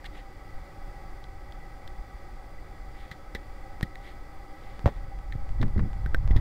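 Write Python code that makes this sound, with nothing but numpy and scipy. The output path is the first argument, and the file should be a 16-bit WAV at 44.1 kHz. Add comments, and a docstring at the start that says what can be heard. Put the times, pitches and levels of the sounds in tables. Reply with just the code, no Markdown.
"""Handling noise in a quiet car showroom

A fan-like hum, noise with hollow resonances and faint motor tones, fills the room and slowly sinks.
The hand carrying a small camera backwards rumbles through its body: low noise, growing toward the end.
Fingers rub (swelling noise) and creak (noise bursts in ringing modes) the plastic shell; the grip knocks
and the palm drags (low-passed blows and noise); dry ticks fall between, and a button clicks late on."""
import sys
import numpy as np
from scipy import signal
from scipy.fft import rfft, irfft
from scipy.io import wavfile

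SR = 44100
rng = np.random.default_rng(int(sys.argv[2]) if len(sys.argv) > 2 else 0)


def store_pcm(level_fs):
    """Save levels as 16-bit WAV."""
    pcm = np.round(np.clip(level_fs, -1, 1) * 32767).astype(np.int16)
    wavfile.write(sys.argv[1], SR, np.atleast_2d(pcm).T)


N = 282592
TIME = np.arange(N) / SR  # s
FREQ = np.maximum(np.arange(N // 2 + 1) * SR / N, 1)  # Hz, kept above zero for the logarithm


def amp(db):
    """Level law: decibels to amplitude gain."""
    return 10 ** (np.asarray(db) / 20)


def unit(x):
    """Normalisation: scale to rms 1."""
    return x / np.sqrt(np.mean(x ** 2))


def contour(points):
    """Spectral envelope: join (Hz, dB) points on a log-frequency axis."""
    hz, db = np.transpose(points)
    return np.interp(np.log(FREQ), np.log(hz), db)


def noise(db):
    """Spectral shaping: Gaussian noise with the given density in dB per Hz."""
    spectrum = rfft(rng.standard_normal(N)) * amp(db)
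    return irfft(spectrum, N) * np.sqrt(SR / 2)


def walk(rate):
    """Slow random modulation: low-passed noise of rms 1, wandering about rate times a second."""
    spectrum = rfft(rng.standard_normal(N)) * np.exp(-(FREQ / rate) ** 2)
    return unit(irfft(spectrum, N))


def fade(t, t60):
    """Exponential damping: a loss of 60 dB in t60."""
    return np.exp(-np.log(1000) * t / t60)


def swell(s, length):
    """Bell-shaped envelope around time s, length wide at half height."""
    return 2 ** -((2 * (TIME - s) / length) ** 2)


def resonate(x, hz, width):
    """Simple resonance: a band-pass with gain 1 at the centre."""
    return signal.lfilter(*signal.iirpeak(hz, hz / width, fs=SR), x)


def cushion(x, hz, q):
    """Mass on a soft spring: passes what lies under hz and falls 12 dB an octave above."""
    w = 2 * np.tan(np.pi * hz / SR)
    return signal.lfilter(*signal.bilinear([w * w], [1, w / q, w * w]), x)


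def add(out, s, x):
    """Superposition: mix x into out from time s."""
    i = min(int(s * SR), N - 1)
    out[i:i + len(x)] += x[:N - i]


def hum(waver_db=0.42, drift_hz=0.83):
    """Resonant filtering: moving air coloured by fixed resonances, with slightly unsteady motor tones."""
    # Air noise between the resonances. Each row: frequency in Hz, density in dB per Hz before the slow fall.
    air_points = [(150, -80.5), (240, -84.5), (650, -87.3), (950, -88), (1090, -92.5), (1400, -96.5),
                  (2200, -96), (2850, -104), (3900, -105.5), (4550, -101.8), (6200, -109.5), (9700, -111.3),
                  (10800, -117), (12400, -113.8)]
    # Resonances of the hum. Each row: frequency in Hz, width in Hz at half the lift, lift in dB.
    hollows = [(303, 36, 9.5), (368, 40, 6.5), (545, 75, 8), (788, 90, 14.3), (1140, 36, 9), (1210, 90, 8),
               (1298, 72, 14.8), (1495, 65, 9.5), (1625, 130, 6.5), (1972, 160, 14.5), (2250, 130, 5),
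               (3420, 230, 6), (4810, 170, 5.5), (5860, 120, 3), (7450, 500, 1.8)]
    # Faint motor tones. Each row: mean frequency in Hz, rms level in dB before the slow fall.
    motor_tones = [(154, -67), (571, -73), (832, -68), (1128, -77), (2089, -76.5), (2270, -79), (2330, -82)]
    start_db, fall_db_per_s = 0.8, 0.16  # the hum sinks a little as the camera backs away

    lift = sum(db * 2 ** -((2 * (FREQ - hz) / width) ** 2) for hz, width, db in hollows)
    sound = noise(contour(air_points) + lift) * amp(waver_db * walk(2.4))
    for hz, db in motor_tones:
        phase = 2 * np.pi * np.cumsum(hz + drift_hz * walk(2.76)) / SR
        sound = sound + amp(db) * np.sqrt(2) * np.sin(phase)
    return sound * amp(start_db - fall_db_per_s * TIME)


def rumble(sway_db=1, sway_rate=3):
    """Structure-borne sound: the moving hand shakes the microphone through the body, more at each lurch."""
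    # Colour of the rumble. Each row: frequency in Hz, relative density in dB.
    colour = [(10, 0.5), (30, -0.5), (42, -1.5), (56, -8.5), (100, -15.5), (200, -31), (400, -52),
              (1000, -47), (4000, -87)]
    # Lurches of the arm. Each row: time of the peak in seconds, lift of the rumble in dB.
    lurch_rows = [(.52, 4.5), (.9, 3.5), (2.0, 6.5), (3.37, 1.5), (5.0, 5.5), (5.63, 6.5), (6.38, 6.5)]
    hand_db, lurch_s = -40.5, 0.14  # rms level of the steady carry; length of a lurch
    regrip_s, regrip_db_per_s = 4.77, 13  # from here the hand shifts its hold and the rumble keeps growing

    regrip = regrip_db_per_s * np.maximum(TIME - regrip_s, 0)
    lurches = sum(db * swell(s, lurch_s) for s, db in lurch_rows)
    level_db = hand_db + regrip + lurches + sway_db * walk(sway_rate)
    return unit(noise(contour(colour))) * amp(level_db)


def rubs(grain_db=2.0, grain_rate=350):
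    """Sliding friction: skin passes over plastic in dense uneven slips that swell and fade with pressure."""
    # Colour of sliding skin. Each row: frequency in Hz, relative density in dB.
    skin = [(400, -38), (1300, -17.5), (1950, 11), (2500, -2), (3600, 0.5), (4400, -6.5), (5500, -18),
            (9000, -20.5), (16000, -29)]
    # Finger rubs. Each row: time of the peak in seconds, length in seconds, rms level at the peak in dB.
    strokes = [(0.062, 0.014, -41), (0.173, 0.067, -53.5), (3.026, 0.14, -58.5), (4.075, 0.087, -53.5),
               (4.685, 0.21, -62), (4.96, 0.076, -62.5)]
    slips = unit(noise(contour(skin)) * amp(grain_db * walk(grain_rate)))
    pressure = sum(amp(db) * swell(s, length) for s, length, db in strokes)
    return slips * pressure


def ticks(t60=0.0016, edge_hz=6000):
    """Heavily damped impulse: tiny jolts right at the microphone, too short to ring."""
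    # Dry ticks. Each row: start in seconds, peak in dB before the edge is softened.
    jolts = [(3.8104, -19), (4.7938, -25.5), (5.1895, -32), (5.492, -30), (5.6817, -32.5), (5.932, -28.5),
             (6.277, -24)]
    out = np.zeros(N)
    jolt = cushion(fade(TIME[:SR // 50], t60), edge_hz, q=0.42)
    for s, db in jolts:
        add(out, s, -amp(db) * jolt)
    return out


def button(rise_s=0.00053):
    """Modal synthesis: a small sprung button is touched, then snaps, each time as damped sines."""
    # Modes of the button. Each row: frequency in Hz, 60 dB decay time in seconds, relative level in dB.
    modes = [(1560, 0.022, 2), (1790, 0.029, -8), (3330, .01, -13), (3700, 0.011, -14.5),
             (5480, 0.019, -24.5), (8200, 0.0031, -13), (12400, 0.014, -23.5)]
    # Clicks of the button. Each row: start in seconds, gain on all modes in dB.
    presses = [(6.061, -31), (6.146, -18.5)]
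    out, t = np.zeros(N), TIME[:SR // 10]
    ring = sum(amp(db) * fade(t, t60) * np.sin(2 * np.pi * hz * t) for hz, t60, db in modes)
    for s, db in presses:
        add(out, s, amp(db) * ring * np.minimum(t / rise_s, 1))
    return out


def shell(x, low_hz, low_db, top_db):
    """Modal resonance: the plastic shell rings in fixed modes, the lowest and highest weighted per call."""
    # Upper modes. Each row: frequency in Hz, width in Hz of each of two passes, gain in dB before top_db.
    upper_modes = [(2620, 710, -30), (3440, 900, -5.5), (4230, 920, -15), (4700, 1200, -13),
                   (7600, 4600, -37), (13500, 5600, -32)]
    lowest_mode = (low_hz, 0.23 * low_hz, low_db)  # its width is a share of its pitch
    out = 0
    for k, (hz, width, db) in enumerate([lowest_mode] + list(upper_modes)):
        lift_db = top_db * (hz > 5000)
        ring = resonate(resonate(x, hz, width), hz, width)
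        # neighbouring modes swing in opposite directions at the microphone
        out = out + (-1) ** k * amp(db + lift_db) * ring
    return out


def creaks(snap_db=17, burst_db=4, burst_t60=0.0046, rise_s=.001, size=176):
    """Stick-slip: a seam lets go with a snap, a quick burst and a dying run of tiny slips."""
    # Creaks of the shell. Each row: start in seconds, level in dB over the first size samples,
    # 60 dB decay time of the slips in seconds, gain of the lowest mode in dB.
    creak_rows = [(.042, -44.5, 0.042, 7), (0.0527, -52, .038, 4), (1.2399, -50.5, 0.0087, -10),
                  (1.522, -51, 0.007, -19), (1.876, -47, 0.014, -8), (3.1131, -41, 0.06, 3.5),
                  (3.3484, -37, 0.058, 6.5), (3.8274, -31.5, .038, 4.5), (3.9551, -42, .007, 6),
                  (4.862, -38.5, 0.13, 4.5), (5.3225, -40.5, .04, 10), (5.6135, -41.5, 0.064, 0),
                  (5.629, -36, 0.022, 14.5), (5.778, -44, 0.034, 10), (5.794, -44, 0.046, 16),
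                  (6.309, -42.5, 0.055, 6.5), (6.363, -40, 0.081, -0.5), (6.373, -42, .015, 20),
                  (6.4, -32.5, .057, 4)]
    shell_hz = 1900  # lowest mode of the shell
    # creaks louder than firm_db lift the modes over 5 kHz, softer ones lower them
    firm_db, bright_db_per_db = -47, 0.4

    out, t = np.zeros(N), TIME[:SR // 5]
    snap = amp(snap_db) * signal.unit_impulse(len(t), int(rise_s * SR))
    for s, db, t60, low_db in creak_rows:
        force = fade(t, t60) + amp(burst_db) * fade(t, burst_t60)
        force = force * np.minimum(t / rise_s, 1)
        slips = rng.standard_normal(len(t)) * force
        top_db = bright_db_per_db * (db - firm_db)
        ring = shell(snap + slips, shell_hz, low_db, top_db)
        add(out, s, ring * amp(db) / np.std(ring[:size]))
    return out


def drags(q=0.92, skin_hz=600, skin_q=0.38):
    """Low-passed friction: the palm judders over the body, muffled by flesh: quick attack, hold, release."""
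    # Drags of the palm. Each row: start in seconds, length in seconds, rms level while held in dB.
    strokes = [(5.599, 0.037, -21.5), (5.757, 0.074, -24), (6.356, 0.02, -27)]
    attack_s, release_t60, judder_hz = 0.0044, .22, 145  # rise (s), 60 dB release (s), corner of the judder

    flesh = cushion(rng.standard_normal(N), judder_hz, q)
    judder = unit(cushion(flesh, skin_hz, skin_q))
    pressure = np.zeros(N)
    for s, length, db in strokes:
        attack = np.clip((TIME - s) / attack_s, 0, 1)
        release = fade(np.maximum(TIME - s - length, 0), release_t60)
        pressure += amp(db) * attack * release
    return judder * pressure


def knocks(q=1.42, grain_db=2.0, grit_db=-50):
    """Impact on a compliant contact: a soft fingertip strikes, then scuffs; firmer contact sounds higher."""
    # Knocks of the grip. Each row: start in seconds, peak of the blow in dB, corner of the contact in Hz,
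    # 60 dB decay time of the scuff in seconds.
    strikes = [(3.115, -34, 150, 0.042), (3.351, -25.5, 414, 0.08), (3.83, -16.5, 160, 0.092),
               (4.844, -19, 113, 0.1), (4.859, -8, 665, 0.06), (4.8609, -8, 97, 0.15),
               (4.877, -14.5, 607, 0.096), (5.354, -22, 120, 0.16), (5.6286, -20, 1380, .05),
               (5.763, -14, 113, 0.072), (5.794, -25.5, 1320, 0.051), (6.062, -21, 124, 0.051),
               (6.1458, -18, 433, .04), (6.308, -8.5, 74.6, 0.085), (6.362, -7, 87, 0.083),
               (6.4, -14, 153, .1)]
    scuff_db = -13.5  # rms of the scuff before its decay, relative to the peak of the blow

    out, t = np.zeros(N), TIME[:SR // 4]
    grain = amp(grain_db * walk(198))
    for s, db, hz, t60 in strikes:
        blow = cushion(signal.unit_impulse(len(t)), hz, q)
        grain_here = np.roll(grain, -int(s * SR))[:len(t)]
        slips = rng.standard_normal(len(t)) * grain_here
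        settling = slips * fade(t, t60)
        scuff = cushion(settling, hz, q) / np.std(cushion(slips, hz, q))
        grit = amp(grit_db) * settling  # a trace of the scuff reaches the microphone unsoftened
        add(out, s, amp(db) * (blow / blow.max() + amp(scuff_db) * (scuff + grit)))
    return out


def scene():
    """Superposition: room hum plus the dry handling sounds that travel through the camera body."""
    background = hum() + rumble()
    handling = rubs() + ticks() + button() + creaks() + drags() + knocks()
    return (background + handling)[None]


def record(dry):
    """Soft saturation and band-limiting: large swings are rounded, the end fades and the top is cut."""
    top_hz = 15680
    held = dry / (1 + (dry / .6) ** 8) ** (1 / 8)  # swings stay within 0.6
    ending = np.minimum((TIME[-1] - TIME) / .004, 1)  # 4 ms fade
    low_pass = signal.ellip(12, .1, 70, top_hz, fs=SR, output="sos")
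    return signal.sosfilt(low_pass, held * ending)


dry = scene()
out = record(dry)
store_pcm(out)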